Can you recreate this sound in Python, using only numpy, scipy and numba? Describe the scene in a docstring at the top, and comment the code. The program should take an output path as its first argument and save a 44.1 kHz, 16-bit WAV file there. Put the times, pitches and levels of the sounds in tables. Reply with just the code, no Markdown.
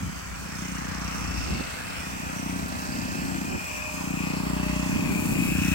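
"""A wet asphalt driveway, heard from just behind the wand of a petrol pressure washer.
Engine firings ring a muffler; shaft-rate tones, rattle and filtered noise make the rest of the machine.
Random drop impacts, filtered by place, make the jet's roar, nozzle note, hiss and mist;
short noise bursts make the splats.
Partly shared low noise, swelling in gusts, buffets the two microphone ports."""
import sys
import numpy as np
from scipy import signal
from scipy.fft import rfft, irfft, next_fast_len
from scipy.io import wavfile
from scipy.ndimage import uniform_filter1d
from numba import njit

SR = 44100
rng = np.random.default_rng(int(sys.argv[2]) if len(sys.argv) > 2 else 0)


def log_audio(samples):
    """Write samples as a 16-bit WAV file to the path given in sys.argv[1]."""
    # one column per channel
    frames = np.atleast_2d(samples).T
    # limit to full scale, then quantise
    limited = np.clip(frames, -1, 1)
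    pcm = np.round(limited * 32767).astype(np.int16)
    wavfile.write(sys.argv[1], SR, pcm)


N = 253134
T = np.arange(N) / SR
ENGINE_HZ, FIRST_FIRING_S = 30.42, .0275  # firing rate, first firing
TOP_HZ = 15900

# engine thud as the listener turns, before trim and brightening: time_s, level_db
ENGINE_LEVEL = [(0, -32), (0.25, -49), (0.45, -38.5), (0.7, -33.5), (1.3, -35.5), (1.7, -47.5), (2.05, -42),
                (2.5, -32.5), (2.8, -39), (3.42, -32.5), (3.68, -47), (3.9, -41.5), (4.1, -29),
                (4.75, -26.5), (5.2, -27.5), (5.7, -24)]
# muffler and casing resonances: centre_hz, width_hz, relative_db
MUFFLER_MODES = [(72.3, 16.3, -1.5), (180.8, 65, 1.5), (277.8, 61, -1)]
# muffler's upper ring against its lower: time_s, gain_db
UPPER_RING = [(0.55, -4.5), (1.3, -2), (3.2, 3), (4.3, -1), (5.7, 0.5)]
# outline isolating the upper ring: freq_hz, gain_db
UPPER_RING_COLOUR = [(190, -40), (245, 0)]
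# crankshaft hum, before waver: time_s, level_db
HUM_LEVEL = [(0.2, -52), (.95, -41), (1.38, -38), (1.65, -59.5), (2.55, -41), (2.8, -54), (3.9, -55),
             (4.8, -32), (5.15, -60), (5.65, -35.5)]
# cooling fan and pump rush as the listener turns: time_s, level_db, port_lag_ms
RUSH_PATH = [(0, -46, .66), (0.5, -45, .66), (0.95, -43, 0.66), (1.7, -42.5, 0.58), (2.5, -41, 0.53),
             (3.3, -42, 0.42), (3.9, -41, 0.72), (4.5, -37.5, 0.7), (5.25, -40.5, 0.8), (5.65, -49.5, .98)]
# rush spectrum: freq_hz, relative_db
RUSH_SPECTRUM = [(200, -10.5), (450, -9), (700, -1), (900, 2.5), (1120, -1.5), (1350, -10), (2500, -49)]
# valve and piston rattle spectrum: freq_hz, relative_db
CLATTER_SPECTRUM = [(330, -18), (480, 1), (720, 6), (1400, -24)]
# thin wavering pump tones, before PUMP_GAIN and waver: firing_rate_multiple, level_db
PUMP_TONES = [(13, -59.5), (20, -57), (34, -62.5), (38, -62.5), (60, -61)]
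# clarity of the pump tones: time_s, gain_db
PUMP_GAIN = [(0, -14), (2.8, -3), (3.7, 1), (4.9, 7.5), (5.74, 0.5)]
# jet striking the ground: time_s, level_db, band_centre_hz, port_lag_ms
IMPACT_PATH = [(0.6, -46, 1410, .16), (1.08, -40, 1250, 0.15), (1.35, -42.5, 1350, .17),
               (1.95, -44.5, 1480, 0.14), (2.3, -43.5, 1450, 0.37), (3.3, -42.5, 1520, 0.35),
               (3.8, -47, 1500, 0.35), (5.3, -47, 1500, 0.22), (5.6, -46, 1420, .1)]
# broad splash roar, before pan: time_s, level_db, port_lag_ms
SPLASH_PATH = [(0.3, -44, 0.58), (0.8, -39.5, .45), (1.9, -39.5, 0.5), (2.6, -42.5, 0.45), (3.9, -43, 0.29),
               (4.6, -39, 0.23), (5.35, -40.5, 0.21), (5.7, -36.5, 0.082)]
# splash spectrum: freq_hz, relative_db
SPLASH_SPECTRUM = [(300, -10), (900, -5.5), (2100, -2), (2900, -5.5), (3700, -13.5), (6000, -40),
                   (12000, -67)]
# nozzle's breathy note: time_s, centre_hz
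NOZZLE_CENTRE = [(0.25, 2420), (1.62, 2653), (2.0, 2490), (3.25, 2576), (3.6, 2467), (4.35, 2520),
                 (4.72, 2650), (5.1, 2430), (5.6, 2565)]
# note flares as the wand swings: peak_s, length_s, level_db, left_minus_right_db
NOZZLE_FLARES = [(0.402, 0.53, -53.5, -4), (1.48, 0.31, -41.5, 8), (2.107, 0.63, -45, -2.5),
                 (3.118, 0.25, -43, -4), (3.756, 0.35, -37.5, 6.5), (4.242, 0.15, -36, 6.5),
                 (4.774, 0.35, -39.5, -1), (5.12, 0.23, -36, 16), (5.632, 0.43, -32.5, 7.5)]
# note between flares: level at time zero, steady growth
NOZZLE_START_DB, NOZZLE_RISE_DB_PER_S = -54.5, 1.97
# fan hiss, before trim: time_s, level_db
HISS_LEVEL = [(0.05, -50), (0.35, -48.5), (3.05, -46.5), (5.7, -47.5)]
# hiss spectrum: freq_hz, relative_db
HISS_SPECTRUM = [(2500, -11.5), (3700, -14), (4300, -5), (5100, -1), (6200, 0), (7800, -11.5), (9000, -8),
                 (12000, -70)]
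# hiss balance, set on the left port: freq_hz, left_minus_right_db
HISS_BALANCE = [(3500, -14), (4300, -1.5), (5200, -10), (6700, -13), (8500, 0.5)]
# fine mist, before trim, surging near the end: time_s, level_db
MIST_LEVEL = [(0.0, -50.5), (3.87, -45.5), (4.78, -46), (5.08, -43.5), (5.2, -38), (5.74, -38.5)]
# mist and splat spectrum: freq_hz, relative_db
MIST_SPECTRUM = [(1500, -25), (4000, -10), (6600, -7), (7600, -2.5), (9000, -1), (10500, -4), (15500, -4.5)]
# thin sizzle high in the spray: time_s, level_db, centre_hz
SIZZLE_PATH = [(1.1, -54.5, 7700), (1.5, -50.5, 7600), (2.6, -52, 7740), (3.83, -47.5, 7420),
               (4.7, -51, 7480), (5.3, -47, 7170)]
# breeze between gusts: buffeting, deep rumble, left minus right
BREEZE_DB, RUMBLE_DB, BREEZE_PAN_DB = -44, -44, 3
# gusts on the ports: peak_s, length_s, buffet_db, rumble_db, flutter_db, left_minus_right_db
GUST_EVENTS = [(0.063, 0.05, -33.5, -33.5, -47, -2), (1.386, 0.29, -38, -35, -46, 4),
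               (1.531, 0.064, -29, -35, -32, -3), (1.612, 0.022, -36, -42, -31.5, -10),
               (2.623, 0.19, -37, -43, -45.5, 2), (3.17, 0.47, -38, -45.5, -38.5, 2),
               (3.528, 0.054, -43, -35, -31.5, -2), (4.947, 0.08, -29, -34, -55, -4),
               (5.148, 0.26, -29.5, -46, -35.5, 2), (5.396, 0.17, -26, -52, -33.5, 7),
               (5.644, 0.2, -45, -31.5, -47, 1)]
# small-eddy buffeting spectrum: freq_hz, relative_db
BUFFET_SPECTRUM = [(25, -35), (42, -20), (60, -14), (100, -2), (180, 4.5), (270, -0.5), (370, -18),
                   (600, -23), (1500, -63)]
# large-eddy rumble spectrum: freq_hz, relative_db
RUMBLE_SPECTRUM = [(25, -35), (42, -23), (60, 1.5), (95, -1), (150, -17), (250, -61)]
# smallest-eddy flutter spectrum: freq_hz, relative_db
FLUTTER_SPECTRUM = [(130, -5), (250, 6.5), (340, 2.0), (430, -8), (900, -15.5), (2500, -78)]
# bright hiss sweeps, before drift and throb: peak_s, length_s, level_db, centre_hz, left_minus_right_db
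SWEEP_EVENTS = [(0.66, 0.25, -47, 5600, -24), (1.34, 0.67, -42.5, 5370, -14),
                (2.98, 0.57, -46.5, 4700, -14.5), (4.35, 0.17, -47, 4530, 2),
                (4.823, 0.22, -47.5, 4960, -12), (5.69, 0.15, -44, 3760, -8), (5.673, 0.11, -39, 5900, -14)]
# larger drops landing close by: start_s, level_db
SPLAT_EVENTS = [(2.683, -37), (5.2, -30.5)]


def undb(db):
    """Decibels to gain."""
    return 10 ** (np.asarray(db) / 20)


def curves(table):
    """Columns of a time table, one value a sample."""
    time_s, *columns = np.transpose(table)
    return [np.interp(T, time_s, column) for column in columns]


def unit(x):
    """Scale to rms 1."""
    return x / np.sqrt(np.mean(x ** 2))


def colour(x, points):
    """Filter by a (freq_hz, gain_db) outline, straight in log frequency."""
    size = next_fast_len(N)
    freq_hz, gain_db = np.transpose(points)
    f = np.maximum(np.fft.rfftfreq(size, 1 / SR), 1)
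    gain = undb(np.interp(np.log(f), np.log(freq_hz), gain_db))
    return irfft(rfft(x, size) * gain, size)[..., :N]


def ports(x, lag_ms):
    """One sound at both ports, the right one later; the lag may move."""
    late = np.arange(N) - np.round(lag_ms * SR / 1000).astype(int)
    return np.array([x, x[late % N]])


def pan(db):
    """Left and right gains for a level difference, mean power kept."""
    gains = undb(np.array([db, -db]) / 2).reshape(2, -1)
    return gains / np.sqrt(np.mean(gains ** 2, axis=0))


def walk(rate_hz):
    """Smooth random curve with rms 1, from held random steps."""
    k = int(SR / rate_hz)
    held = np.repeat(rng.standard_normal(N // k + 1), k)
    return unit(uniform_filter1d(uniform_filter1d(held, k), k)[:N])


def swell(peak_s, length_s):
    """Bell-shaped rise and fall of power; length is taken at half height."""
    return .5 ** ((2 * (T - peak_s) / length_s) ** 2)


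def puff(cycles, decay_cycles=0.35, lead_cycles=0.052):
    """Envelope, rms 1, that jumps as the exhaust valve opens and dies within the firing cycle."""
    decay = np.exp(-((cycles + lead_cycles) % 1) / decay_cycles)
    return unit(uniform_filter1d(decay, size=40))


def patter(drops_per_s, spread_db):
    """Drop impacts of very unequal size, as impulses at random times."""
    count = int(drops_per_s * N / SR)
    size_db = spread_db * np.minimum(rng.exponential(size=count), 5)
    sizes = rng.standard_normal(count) * undb(size_db)
    return unit(np.bincount(rng.integers(0, N, count), sizes, N))


def spray(drops_per_s, spread_db, shared, lag_ms):
    """Patter at two ports: a direct share common to both, the rest scattered."""
    scattered = np.array([patter(drops_per_s / 2, spread_db) for _ in range(2)])
    direct = ports(patter(drops_per_s, spread_db), lag_ms)
    return np.sqrt(shared) * direct + np.sqrt(1 - shared) * scattered


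def swirl(x, depth_db, patch_hz, patch_s, size=512):
    """Patches of the spectrum swell and sink as the fan of water moves."""
    f, t, z = signal.stft(x, SR, nperseg=size)
    field = rng.standard_normal(z.shape[1:])
    for _ in range(2):
        field = uniform_filter1d(field, max(1, int(patch_hz / f[1])), axis=0)
        field = uniform_filter1d(field, max(1, int(patch_s / t[1])), axis=1)
    return signal.istft(z * undb(depth_db * unit(field)), SR, nperseg=size)[1][:, :N]


@njit
def resonate(x, centre_hz, width_hz):
    """State-variable band-pass with a moving centre, on both channels."""
    y = np.empty_like(x)
    for c in range(2):
        band_state, low_state = 0., 0.
        for i in range(x.shape[1]):
            g = np.tan(np.pi * centre_hz[i] / SR)
            k = width_hz / centre_hz[i]
            v = (band_state + g * (x[c, i] - low_state)) / (1 + g * (g + k))
            band_state = 2 * v - band_state
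            low_state = low_state + 2 * g * v
            y[c, i] = k * v
    return y


def band(x, centre_hz, width_hz):
    """Two equal moving band-passes in series, rms 1; the width is per stage."""
    once = resonate(x, centre_hz, float(width_hz))
    return unit(resonate(once, centre_hz, float(width_hz)))


def muffler_ring(late_hz=100, late_width_hz=100, size=16384):
    """Causal ring of the muffler's steep resonances after one firing; its lows arrive last."""
    f = np.fft.rfftfreq(size, 1 / SR)
    gain = sum(undb(db) / (1 + (2 * (f - hz) / width) ** 2) for hz, width, db in MUFFLER_MODES)
    gain = gain * f ** 4 / (f ** 4 + 45 ** 4) + undb(-131)  # a small outlet radiates no deep bass
    cepstrum = irfft(np.log(gain))  # folded to minimum phase
    cepstrum[1:size // 2] *= 2
    cepstrum[size // 2 + 1:] = 0
    pole = late_hz ** 2 - f ** 2 + 1j * f * late_width_hz
    all_pass = np.conj(pole) / pole
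    return -irfft(np.exp(rfft(cepstrum)) * all_pass)


def engine(trim_db=-0.66, scatter_db=0.46, wander_s=0.00039):
    """Each firing of the governed engine rings the muffler; the pace wanders very slightly."""
    times_s = np.arange(FIRST_FIRING_S, T[-1], 1 / ENGINE_HZ)
    wandered_s = times_s + wander_s * np.interp(times_s, T, walk(1.946))
    at = np.clip(wandered_s * SR, 0, N - 1).astype(int)
    firings = np.bincount(at, undb(scatter_db * rng.standard_normal(len(times_s))), N)
    thud = unit(signal.fftconvolve(firings, muffler_ring())[:N])
    upper = colour(thud, UPPER_RING_COLOUR)
    thud = thud + (undb(curves(UPPER_RING)[0]) - 1) * upper
    return ports(thud * undb(curves(ENGINE_LEVEL)[0] + trim_db), lag_ms=0.86) * pan(db=2.5)


def hum(cycles, waver_db=2.6):
    """The crankshaft turns twice per firing and shakes the machine's frame."""
    tone = -np.sqrt(2) * np.cos(2 * np.pi * 2 * cycles)
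    level_db = curves(HUM_LEVEL)[0] + waver_db * walk(8.8)
    return ports(tone * undb(level_db), lag_ms=0.92)


def clatter(cycles, trim_db=-10.5, size=1450):
    """Valves and pistons repeat one noise rattle every cycle: faint overtones above the thud."""
    level_db, lag_ms = curves(RUSH_PATH)
    one_cycle = rng.standard_normal(size)
    rattle = one_cycle[(cycles % 1 * size).astype(int) % size] * puff(cycles)
    return unit(colour(ports(rattle, lag_ms), CLATTER_SPECTRUM)) * undb(level_db + trim_db)


def rush(cycles, throb=0.16):
    """Cooling air and pump noise come from the side and swell a little at each firing."""
    level_db, lag_ms = curves(RUSH_PATH)
    air = colour(spray(20000, 2.4, shared=0.73, lag_ms=lag_ms), RUSH_SPECTRUM)
    return unit(air * (1 + throb * (puff(cycles) - 1))) * undb(level_db)


def pump(cycles, waver_db=3, drift_rad=0.7):
    """Thin tones at multiples of the firing rate, wavering in level and phase."""
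    tones = 0
    for multiple, db in PUMP_TONES:
        level = undb(db + waver_db * walk(7))
        tones = tones + level * np.sin(2 * np.pi * multiple * cycles + drift_rad * walk(7))
    return ports(np.sqrt(2) * undb(curves(PUMP_GAIN)[0]) * tones, lag_ms=0.13)


def impact(width_hz=640):
    """The jet drums on wet asphalt; its ringing band and port delay shift with the wand."""
    level_db, centre_hz, lag_ms = curves(IMPACT_PATH)
    drops = spray(12000, 1.9, shared=0.93, lag_ms=lag_ms)
    return band(drops, centre_hz, width_hz) * undb(level_db)


def splash():
    """Water thrown off the ground roars broadly around the point of impact."""
    level_db, lag_ms = curves(SPLASH_PATH)
    roar = colour(spray(12000, 3.0, shared=0.38, lag_ms=lag_ms), SPLASH_SPECTRUM)
    roar = unit(swirl(roar, depth_db=2.36, patch_hz=200, patch_s=0.07))
    return roar * undb(level_db) * pan(db=3.0)


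def nozzle(skirt_hz=580, core_hz=175):
    """Turbulence at the tip rings one resonance that slides and flares as the wand swings."""
    centre_hz, = curves(NOZZLE_CENTRE)
    lag_ms = np.minimum(curves(SPLASH_PATH)[1], 0.31)
    note = resonate(spray(20000, 2.95, shared=0.7, lag_ms=lag_ms), centre_hz, float(skirt_hz))
    note = resonate(note, centre_hz, float(core_hz))
    flares = sum(swell(s, length) * (undb(db) * pan(side)) ** 2 for s, length, db, side in NOZZLE_FLARES)
    power = undb(NOZZLE_START_DB + NOZZLE_RISE_DB_PER_S * T) ** 2 + flares
    return unit(note) * np.sqrt(power)


def fan(cycles, hiss_trim_db=3, mist_trim_db=1, hiss_throb=0.11, mist_throb=0.06):
    """The sheet of water tears into drops and mist; both throb with the engine and flicker together."""
    pulse = puff(cycles) - 1
    hiss = colour(spray(60000, 0.45, shared=0.031, lag_ms=0.315), HISS_SPECTRUM)
    hiss = np.array([colour(hiss[0], HISS_BALANCE), hiss[1]])
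    hiss = swirl(hiss, depth_db=2.5, patch_hz=350, patch_s=0.17)
    hiss = unit(hiss * (1 + hiss_throb * pulse)) * undb(curves(HISS_LEVEL)[0] + hiss_trim_db)
    mist = colour(spray(18000, 2.6, shared=.75, lag_ms=.26), MIST_SPECTRUM)
    mist = swirl(mist, depth_db=.6, patch_hz=300, patch_s=.08)
    mist = unit(mist * (1 + mist_throb * pulse)) * undb(curves(MIST_LEVEL)[0] + mist_trim_db)
    return undb(0.74 * walk(25.3)) * (hiss + mist)


def sizzle(width_hz=1100):
    """The finest drops sizzle in a narrow band that slides with the wand."""
    level_db, centre_hz = curves(SIZZLE_PATH)
    drops = spray(18000, 4.0, shared=0.85, lag_ms=.28)
    return band(drops, centre_hz, width_hz) * undb(level_db) * pan(db=-9)


def eddies(points, shared, waver_db):
    """Unsteady air pressure at the ports, partly common to both, rms 1."""
    common = ports(rng.standard_normal(N), lag_ms=1.0)
    air = np.sqrt(shared) * common + np.sqrt(1 - shared) * rng.standard_normal((2, N))
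    return unit(colour(air, points) * undb(waver_db * walk(45)))


def wind():
    """Gusts swell over a breeze: small eddies thump, large ones rumble, the smallest flutter higher."""
    buffet_power = np.square(undb(BREEZE_DB) * pan(BREEZE_PAN_DB))
    rumble_power = np.square(undb(RUMBLE_DB))
    flutter_power = 0
    for peak_s, length_s, *levels_db, side_db in GUST_EVENTS:
        buffet, deep, fast = (swell(peak_s, length_s) * np.square(undb(db) * pan(side_db)) for db in levels_db)
        buffet_power = buffet_power + buffet
        rumble_power = rumble_power + deep
        flutter_power = flutter_power + fast
    thumps = np.sqrt(buffet_power) * eddies(BUFFET_SPECTRUM, shared=0.37, waver_db=2.0)
    rumble = np.sqrt(rumble_power) * eddies(RUMBLE_SPECTRUM, shared=0.3, waver_db=1.5)
    flutter = np.sqrt(flutter_power) * eddies(FLUTTER_SPECTRUM, shared=0.3, waver_db=3.0)
    return thumps + rumble + flutter


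def sweeps(cycles, width_hz=2300, throb=0.48, drift=0.088):
    """Each swing of the fan throws a drifting, grainy hiss, mostly right; the exhaust's chuff pulses through it
    at each firing."""
    out = 0
    drops = spray(9000, 2.9, shared=0.48, lag_ms=0.26)
    slide = np.exp(drift * walk(3.63))
    for peak_s, length_s, level_db, centre_hz, side_db in SWEEP_EVENTS:
        envelope = np.sqrt(swell(peak_s, length_s)) * undb(level_db)
        out = out + band(drops, centre_hz * slide, width_hz) * envelope * pan(side_db)
    return out * (1 + throb * (puff(cycles) - 1))


def splats(decay_s=0.0044):
    """Single drops tick: short bright noise bursts with exponential decay."""
    envelope = sum(undb(db) * (T >= s) * np.exp(-np.abs(T - s) / decay_s) for s, db in SPLAT_EVENTS)
    noise = unit(colour(rng.standard_normal(N), MIST_SPECTRUM))
    return ports(envelope * noise, lag_ms=.27)


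def scene():
    """Machine, water and wind together."""
    cycles = (T - FIRST_FIRING_S) * ENGINE_HZ  # firing cycles
    machine = engine() + hum(cycles) + clatter(cycles) + rush(cycles) + pump(cycles)
    water = impact() + splash() + nozzle() + fan(cycles) + sizzle() + sweeps(cycles) + splats()
    return machine + water + wind()


def record(dry):
    """Steep elliptic low-pass at TOP_HZ."""
    return signal.sosfilt(signal.ellip(10, .2, 80, TOP_HZ, fs=SR, output="sos"), dry)


dry = scene()
out = record(dry)
log_audio(out)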